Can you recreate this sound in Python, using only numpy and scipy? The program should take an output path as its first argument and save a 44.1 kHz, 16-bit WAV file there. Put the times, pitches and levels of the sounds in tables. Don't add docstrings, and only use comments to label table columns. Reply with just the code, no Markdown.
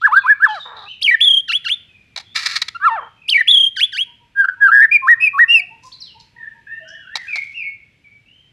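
import sys
import numpy as np
from scipy import signal
from scipy.fft import rfft, irfft
from scipy.io import wavfile
from scipy.ndimage import uniform_filter1d

SR = 44100
rng = np.random.default_rng(int(sys.argv[2]) if len(sys.argv) > 2 else 0)


def materialize(psi):
    bounded = np.clip(np.atleast_2d(psi).T, -1, 1)
    quanta = np.round(bounded * 32767).astype(np.int16)
    wavfile.write(sys.argv[1], SR, quanta)


N = 375732
TIME = np.arange(N) / SR

# pitch_hz, level_db
TOWN = [(15, -42), (28, -13), (110, 0), (390, -17), (1100, -27), (2500, -15), (4500, -29), (13000, -46)]
TOWN_DB = -57
TOWN_SWELL_S, TOWN_SWELL_DB = [0, 2.1, 3.8, 5.7, 8.5], [-3.5, 0.5, -2.0, 0.63, -2.4]

# start_s, upper_octave_hz, level_db
COOS = [(4.052, 953, -51), (4.188, 942, -52.5), (4.559, 930, -47), (5.558, 720, -43), (5.691, 902, -42.5),
        (5.822, 1025, -40.5), (6.133, 917, -44.5), (6.341, 946, -48.5), (6.532, 922, -50.5),
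        (6.791, 648, -44), (6.888, 656, -48.5)]
COO_S, COO_LOW_DB = 0.076, -18.5

# start_s, length_s, centre_hz, filter_width_hz, level_db
CHATTER_AND_RUSTLES = [(.75, 0.22, 3800, 500, -41.5), (.48, .2, 4200, 1500, -47),
                       (.001, 0.035, 3500, 1100, -41), (5.825, 0.12, 5300, 2600, -50),
                       (6.192, 0.03, 4500, 1300, -43), (7.2, 0.49, 3040, 3000, -52.5),
                       (6.876, 0.042, 5500, 800, -44.5)]
# length_share, share_of_way_from_first_to_second_pitch, level_db
FADING = [(0, 0.063, -2), (.3, 0.82, 0.5), (1, 0.97, -16.5)]
SWELLING = [(0, 0.017, -16.5), (.5, .5, -6), (1, 1, 1)]
HOOK = [(0, .35, -14.5), (.15, 0.96, -4), (.3, .6, 1), (.45, .12, 1.5), (1, 0.17, -13.5)]
CASCADE = [(0, .4, -15), (.1, 1, -4), (.26, .62, -2), (.38, .45, 0.5), (.52, .04, 0), (1, 0.02, -13.5)]
HUMP = [(0, 0.12, -8), (.55, 1, 1.5), (1, 0.13, -12)]
# start_s, length_s, first_pitch_hz, second_pitch_hz, level_db (added to the shape)
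FADINGS = [(0.217, .177, 2630, 2255, -38), (0.515, 0.092, 4090, 3860, -39.5),
           (0.596, 0.083, 3680, 3694, -32), (1.887, 0.28, 2640, 2380, -50.5),
           (2.979, 0.15, 3214, 3125, -50), (6.003, 0.065, 6000, 3696, -32), (6.055, .1, 3910, 2740, -42.5),
           (6.667, 0.161, 1726, 1826, -31), (6.823, 0.4, 3000, 3305, -51.5),
           (8.039, 0.21, 2276, 2290, -47.5), (8.259, 0.28, 2580, 3193, -50.5)]
SWELLINGS = [(0.121, 0.052, 2110, 4600, -41.5), (.45, 0.072, 3700, 2864, -30.5),
             (2.22, 0.12, 3233, 3560, -44.5), (3.17, 0.12, 2542, 2508, -42.5),
             (5.915, .016, 2700, 5200, -32)]
HOOKS = [(.158, .04, 3380, 4560, -33), (5.924, 0.039, 3910, 4610, -35.5), (6.361, 0.18, 1721, 1898, -33.5)]
CASCADES = [(7.27, .17, 2199, 2550, -21), (7.534, 0.2, 2206, 2850, -25)]
HUMPS = [(.86, .09, 2330, 3143, -31.5), (6.659, 0.54, 2550, 2984, -46), (6.85, .19, 1400, 1784, -38),
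         (7.045, 0.27, 1294, 2066, -33.5)]
FAR_CALLS = [(FADING, FADINGS), (SWELLING, SWELLINGS), (HOOK, HOOKS), (HUMP, HUMPS), (CASCADE, CASCADES)]
FAR_OCTAVE_DB = -34.5

# start_s, relative_level_db, throat_hz, length_ms
CHACKS = [(2.358, -3, 3900, 9.7), (2.457, -1, 4660, 10.4), (2.467, -2.5, 4417, 5.7),
          (2.554, -3, 4180, 18.6), (2.615, -1.5, 3880, 13), (2.681, -7.5, 3480, 8.7)]
# start_s, relative_level_db, throat_hz, length_ms
TACKS = [(2.1608, -14, 4030, 8.4), (2.174, -10.5, 3920, 7.5), (2.1839, -17, 4080, 6.2),
         (2.1954, -24, 3780, 16.5), (2.2094, -35, 3215, 5.5), (7.1546, -5.5, 3800, 8.1),
         (7.1664, -12, 3400, 8.5), (7.3564, -13.5, 4170, 8.9), (7.3675, -19, 3375, 7.3)]
# pitch_hz, filter_width_hz, level_db
TACK_KNOCK = (860, 424, -9.5)
CHACK_RISE, TACK_RISE = 0.48, .15
BURST_TRIM_DB = -9.5
# time_s, level_db
RASP = [(2.345, -43), (2.358, -19), (2.44, -26.5), (2.53, -24), (2.59, -35.5), (2.614, -51.5)]
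# pitch_hz, half_filter_width_hz, relative_level_db
RASP_THROAT = [(1374, 110, 9.5), (2106, 410, 13.5), (4030, 830, 8.5), (9900, 7400, -44)]

# time_s, pulse_rate_hz, level_db
CROAKS = [
    [(.648, 476, -59.5), (.66, 506, -36), (.75, 455.5, -36), (.87, 406, -41), (.89, 404, -58.5)],
    [(3.005, 507.4, -36.5), (3.02, 489.7, -32), (3.085, 419.5, -42), (3.097, 399, -58)],
]
# pitch_hz, filter_width_hz, relative_level_db
CROAK_THROAT = [(1070, 900, 6), (1530, 490, -12)]

# length_share, share_of_way_from_low_to_high_pitch, level_db
DROP = [(0, .42, -29.5), (.25, .67, -8.5), (.62, 0.98, 1), (.76, .6, -6), (1, 0, -23)]
SAG = [(0, 1, -4.5), (.15, .96, 0), (.5, 0.94, -5), (.7, .5, -11), (1, 0, -31.5)]
FLICK = [(0, 0, -31.5), (.5, 0.29, -1), (1, 1, -6)]
TUMBLE = [(0, 1, -23), (.12, .92, -4.5), (.28, .62, -9.5), (.38, .35, -.5), (.52, .36, -5.5),
          (.65, .12, -3.5), (.84, .18, -7.5), (.92, .08, 1), (1, 0, -25)]
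TRILL = [(0, 0, -32), (.06, .92, -2.5), (.2, .98, -4.5), (.4, .85, -3.5), (.72, .8, -6.5), (.9, .81, -6.5),
         (1, .84, -26)]
SCOOP = [(0, .38, -24), (.11, .11, -18), (.26, 0.027, -18.5), (.38, .12, -16.5), (.56, .68, -3),
         (.78, .93, -0.5), (.91, 0.98, -7), (1, 0.93, -15)]
STEP = [(0, .06, -42.5), (.17, .05, -16), (.4, 0.017, -14), (.56, .9, -0.5), (.72, 1, 2.5), (.92, .9, 0),
        (1, .86, -13.5)]
ARCH = [(0, .3, -26.5), (.15, .65, -1.5), (.45, 1, 0), (.8, .5, 1), (.93, .1, -3.5), (1, 0, -25)]
DUET = [(0, 0.096, -17), (.5, .45, -6.5), (.9, .75, -0.5), (1, 0.98, -19.5)]
# start_s, length_s, low_hz, high_hz, level_db (added to the shape)
DROPS = [(0.014, 0.073, 813, 1780, -1), (0.399, 0.079, 875, 1795, -0.5)]
SAGS = [(.486, .108, 553, 870, -18), (2.902, 0.1, 507, 925, -13.5)]
FLICKS = [(1.012, .024, 2130, 5500, -10.5), (3.278, 0.027, 2142, 5370, -7)]
TUMBLES = [(1.036, .121, 1679, 3320, -.4), (3.302, .121, 1732, 3220, -0.9)]
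TRILLS = [(1.2, .211, 1823, 3515, -1.2), (3.469, .223, 1898, 3496, -.4)]
SCOOPS = [(1.478, .102, 1239, 3497, -7), (1.642, .108, 1280, 3630, -8), (3.76, 0.099, 1391, 3531, -3.5),
          (3.92, 0.12, 1409, 3370, -8.5)]
STEPS = [(5.016, 0.13, 1019, 1932, -1.2), (5.33, 0.12, 1084, 1937, -1.6)]
ARCHES = [(4.91, .064, 2250, 2477, -0.94), (5.2, 0.087, 2347, 2619, -1.4)]
DUETS = [(2.8, .058, 1356, 1875, -10.5)]
# shape, events, throat_hz, overtone_base_db (at or above that pitch)
SYLLABLES = [(DROP, DROPS, 1730, -45.5), (SAG, SAGS, 1725, -44.5), (FLICK, FLICKS, 3000, -26.5),
             (TUMBLE, TUMBLES, 1700, -33), (TRILL, TRILLS, 2200, -34.5), (SCOOP, SCOOPS, 3250, -34.5),
             (STEP, STEPS, 900, -44.5), (ARCH, ARCHES, 2400, -40), (DUET, DUETS, 1600, -36)]
# time_s, pitch_hz, level_db
SOLOS = [
    [(.091, 859, -20.5), (.109, 859, -25.5), (.135, 1236, -5), (.154, 1463, -5.5), (.17, 1572, 0),
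     (.186, 1642, -1.5), (.202, 1525, -23.5)],
    [(.235, 995, -32), (.259, 1010, -13), (.275, 1474, -10), (.307, 1753, -0.5), (.329, 1633, -4),
     (.337, 1714, -32)],
    [(2.746, 1324, -38.5), (2.752, 1376, -22), (2.766, 1395, -19), (2.772, 1300, -44)],
    [(2.8, 1156, -40), (2.828, 1142, -26.5), (2.864, 1413, -2), (2.88, 1170, -5.5), (2.897, 960, -17.5)],
    [(4.35, 1601, -44), (4.405, 1628, -2.5), (4.434, 1514, -14), (4.452, 1437, -3.5), (4.458, 1564, -32.5),
     (4.48, 1462, -29.5), (4.49, 1544, -4.5), (4.504, 1507, -29), (4.544, 1486, -22.5)],
    [(4.6, 1686, -43.5), (4.626, 1655, -2.5), (4.668, 1577, -1.5), (4.692, 1289, -6.5),
     (4.714, 1459, -13.5), (4.718, 1555, -4), (4.75, 1675, -3), (4.798, 1614, -3.5), (4.83, 1853, -1),
     (4.854, 1732, -2), (4.862, 1690, -22.5)],
    [(5.48, 2675, -23), (5.506, 2773, -3), (5.535, 2852, -6), (5.552, 2720, 0), (5.59, 2542, -6.5),
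     (5.602, 2225, -11.5), (5.612, 2400, -45)],
]
# throat_hz, overtone_base_db
SOLO_THROATS = [(1660, -44), (1573, -43.5), (2300, -41), (1750, -42), (1600, -39), (1642, -42.5),
                (2810, -34.5)]
# start_s, end_s, rate_hz, pitch_swing_percent, level_swing_db
WARBLES = [(1.057, 1.155, 32.4, 3, 2.5), (1.212, 1.245, 70, 2, 2), (1.24, 1.42, 31.25, 2.6, 3.5),
           (3.32, 3.428, 28.4, 2.6, 4), (3.491, 3.523, 97, 3.5, 2), (3.507, 3.673, 31.5, 3, 2.5),
           (4.43, 4.523, 91.9, 6.2, 3), (4.668, 4.815, 125.2, 4, 3), (4.815, 4.86, 190, 6, 1.5)]
# pitch_hz, level_db
BEAK = [(500, -4.5), (4500, -5.5), (7500, -12.5), (10000, 7), (14000, -5.5)]
REEDY_DB_PER_OCTAVE = 37
JOIN_S, JOIN_RATIO = .008, 1.25
OVERTONE_FALL_DB = 11.5
THIN_EDGE_DB = -57
HOARSE = 0.0074
OVERTONE_ROUGH = .25
SMEAR_OCTAVES_PER_S = 6
SMEAR_FROM_HZ = 4500
BREATH_DB = -70.5

# pitch_hz, filter_width_hz, share_removed
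CANCELS = [(937, 31, 0.88), (1450, 110, 1), (2063.5, 250, 0.99), (2521, 200, 0.79), (3047, 170, 1),
           (3500, 61, 0.51), (4510, 50, 0.62)]
YARD_T60_S = 0.5
YARD_DB, FAR_WET_DB, DOVE_WET_DB = -21.5, -2.5, -4
SIDE_DB, TOP_HZ = -10, 13400


def amp(db):
    return 10 ** (np.asarray(db) / 20)


def unit(x):
    return x / np.sqrt(np.mean(x ** 2))


def wander(width):
    once = uniform_filter1d(rng.standard_normal(N), size=width)
    return unit(uniform_filter1d(once, size=width))


def ring(x, hz, width_hz):
    return signal.lfilter(*signal.iirpeak(hz, hz / width_hz, fs=SR), x)


def double_ring(x, hz, width_hz):
    return ring(ring(x, hz, width_hz), hz, width_hz)


def colour(table, hz):
    at, db = np.transpose(table)
    return amp(np.interp(np.log(hz), np.log(at), db))


def fade(x, ms=2):
    edge = np.arange(len(x)) / (ms * SR / 1000)
    return x * np.clip(edge, 0, 1) * np.clip(edge[::-1], 0, 1)


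def read(rows, glide_ms=7):
    s, hz, db, *columns = np.transpose(rows)
    span = slice(int(s[0] * SR), min(int(s[-1] * SR), N))
    t = TIME[span]
    pitch = uniform_filter1d(np.interp(t, s, hz), size=int(glide_ms * SR / 1000))
    gain = np.interp(t, s, amp(db / 2)) ** 2
    return span, pitch, gain, *(np.interp(t, s, c) for c in columns)


def sing(shape, events):
    share, way, db = np.transpose(sorted(shape))
    return [np.transpose([s + share * length, a + way * (b - a), level + db])
            for s, length, a, b, level in events]


def pulses(hz, jitter, scatter_db):
    stretch, size = rng.standard_normal((2, len(hz)))
    drift = uniform_filter1d(stretch, size=32) * np.sqrt(32)
    beat = np.floor(np.cumsum(hz * np.exp(jitter * drift)) / SR)
    clicks = np.diff(beat, prepend=0) > 0
    return clicks * amp(scatter_db * size)


def clatter():
    clicks = pulses(np.full(N, 1100.), .5, 4.) + .1 * rng.standard_normal(N)
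    return signal.sosfilt(signal.butter(4, 500, "high", fs=SR, output="sos"), clicks)


def town():
    bins = np.maximum(np.fft.rfftfreq(N, 1 / SR), 1)
    noise = irfft(rfft(rng.standard_normal(N)) * colour(TOWN, bins), N)
    swell_db = np.interp(TIME, TOWN_SWELL_S, TOWN_SWELL_DB)
    return amp(TOWN_DB + swell_db) * unit(noise)


def dove():
    out, t = np.zeros(N), np.arange(int(COO_S * SR)) / SR
    waver = 1.2 * wander(600)
    for s, hz, db in COOS:
        start = int(s * SR)
        span = slice(start, start + len(t))
        phase = 2 * np.pi * hz * t + waver[span]
        voice = np.sin(phase) + amp(COO_LOW_DB) * np.sin(phase / 2)
        out[span] += amp(db) * voice * np.sin(np.pi * t / COO_S) ** 2
    return out


def neighbours():
    out, clicks = np.zeros(N), clatter()
    waver = 1 + .02 * wander(300)
    throb = amp(3 * wander(200))
    for shape, when in FAR_CALLS:
        for note in sing(shape, when):
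            span, hz, gain = read(note)
            phase = 2 * np.pi * np.cumsum(hz * waver[span]) / SR
            voice = np.sin(phase) + amp(FAR_OCTAVE_DB) * np.sin(2 * phase)
            out[span] += fade(gain * voice * throb[span], ms=4.9)
    for s, length, hz, width_hz, db in CHATTER_AND_RUSTLES:
        span = slice(int(s * SR), int((s + length) * SR))
        scratch = unit(double_ring(clicks[span], hz, width_hz))
        decay = 1 - (TIME[span] - s) / length
        out[span] += fade(amp(db) * scratch * decay * throb[span] ** 1.5, ms=14)
    return out


def croaks():
    out = np.zeros(N)
    for note in CROAKS:
        span, hz, gain = read(note)
        clicks = pulses(hz, .15, 3.) + .05 * rng.standard_normal(len(hz))
        clicks = signal.sosfilt(signal.butter(4, 2000, fs=SR, output="sos"), clicks)
        voice = sum(amp(db) * double_ring(clicks, f, width) for f, width, db in CROAK_THROAT)
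        out[span] += fade(gain * unit(voice))
    return out


def rasps():
    clicks = clatter()
    body = unit(sum(amp(db) * double_ring(clicks, hz, 2 * half) for hz, half, db in RASP_THROAT))
    knock_hz, width_hz, knock_db = TACK_KNOCK
    hollow = body + amp(knock_db) * unit(double_ring(clicks, knock_hz, width_hz))
    s, db = np.transpose(RASP)
    out = amp(np.interp(TIME, s, db)) * (TIME > s[0]) * (TIME < s[-1]) * body
    for events, throat, rise in (CHACKS, body, CHACK_RISE), (TACKS, hollow, TACK_RISE):
        for s, db, hz, ms in events:
            i = int(s * SR)
            t = np.arange(int(2 * ms * SR / 1000)) / (ms * SR / 1000)
            span = slice(i, i + len(t))
            burst = unit(.5 * throat[span] + 6 * double_ring(clicks[span], hz, 860))
            envelope = np.clip(t / rise, 0, 1) * np.exp(-t ** 3)
            out[span] += amp(db + BURST_TRIM_DB) * burst * envelope
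    return out


def song():
    parts = [(note, throat_hz, pure_db) for shape, when, throat_hz, pure_db in SYLLABLES
             for note in sing(shape, when)]
    parts += [(np.array(note), *throat) for note, throat in zip(SOLOS, SOLO_THROATS)]
    notes = []
    for rows, throat_hz, pure_db in sorted(parts, key=lambda part: part[0][0, 0]):
        octaves_below = np.maximum(np.log2(throat_hz / rows[:, 1]), 0)
        rows = np.column_stack([rows, pure_db + REEDY_DB_PER_OCTAVE * octaves_below])
        for k, last in enumerate(notes):
            near_time = abs(rows[0, 0] - last[-1, 0]) < JOIN_S
            near_pitch = abs(np.log(rows[0, 1] / last[-1, 1])) < np.log(JOIN_RATIO)
            if near_time and near_pitch:
                rows = np.array(sorted(map(tuple, np.vstack([notes.pop(k), rows]))))
                break
        notes.append(rows)
    return notes


def whistles():
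    swing, swell = np.zeros(N), np.zeros(N)
    for start, end, rate_hz, percent, swell_db in WARBLES:
        edges = np.clip(np.minimum(TIME - start, end - TIME) / .005, 0, 1)
        wave = np.sin(2 * np.pi * rate_hz * (TIME - start)) * edges
        swing += percent / 100 * wave
        swell += swell_db * wave
    swing += HOARSE * unit(uniform_filter1d(rng.standard_normal(N), size=60))
    flicker = OVERTONE_ROUGH * wander(50)
    breath = unit(double_ring(rng.standard_normal(N), 2400, 4000))
    out = np.zeros(N)
    for note in song():
        span, hz, gain, overtone_db = read(note)
        phase = 2 * np.pi * np.cumsum(hz * (1 + swing[span])) / SR
        glide = np.abs(np.gradient(np.log2(hz))) * SR
        smear = np.minimum(uniform_filter1d(glide, size=900) / SMEAR_OCTAVES_PER_S, 3)
        voice = np.sin(phase) + amp(BREATH_DB) * glide * breath[span]
        for k in range(2, 12):
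            thinned = amp(overtone_db - OVERTONE_FALL_DB * (k - 2.5)) + amp(THIN_EDGE_DB)
            size = thinned * colour(BEAK, k * hz)
            grain = 1 + smear * np.clip(k * hz / SMEAR_FROM_HZ - 1, 0, 1)
            overtone = np.sin(k * phase + (k - 2) * flicker[span] * grain)
            voice = voice + size * overtone * (k * hz < TOP_HZ)
        out[span] += fade(gain * amp(swell[span]) * voice)
    return out


def echo(x, t60_s, seconds=0.91):
    t = np.arange(int(seconds * SR)) / SR
    tail = rng.standard_normal(len(t))
    dull = signal.lfilter([.3], [1, -.7], tail)
    tail = dull + (tail - dull) * np.exp(-t / 0.18)
    tail = tail * np.exp(-np.log(1000) * t / t60_s) * (t > .006)
    return signal.fftconvolve(x, tail / np.sqrt(np.sum(tail ** 2)))[:N]


def scene():
    background, coos, far = town(), dove(), neighbours()
    bird = croaks() + rasps() + whistles()
    near = bird
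    for hz, width_hz, share in CANCELS:
        near = near - share * ring(near, hz, width_hz)
    sent = amp(YARD_DB) * bird + amp(FAR_WET_DB) * far + amp(DOVE_WET_DB) * coos
    mid = background + coos + far + near + echo(sent, YARD_T60_S)
    return np.array([mid, mid])


def record(dry):
    mid = dry[0] / (1 + (dry[0] / .93) ** 14) ** (1 / 14)
    treble = signal.sosfilt(signal.butter(8, 4300, "high", fs=SR, output="sos"), mid)
    side = amp(SIDE_DB) * wander(200) * treble
    top_cut = signal.ellip(8, .2, 70, TOP_HZ, fs=SR, output="sos")
    return signal.sosfilt(top_cut, [mid + side, mid - side])


dry = scene()
out = record(dry)
materialize(out)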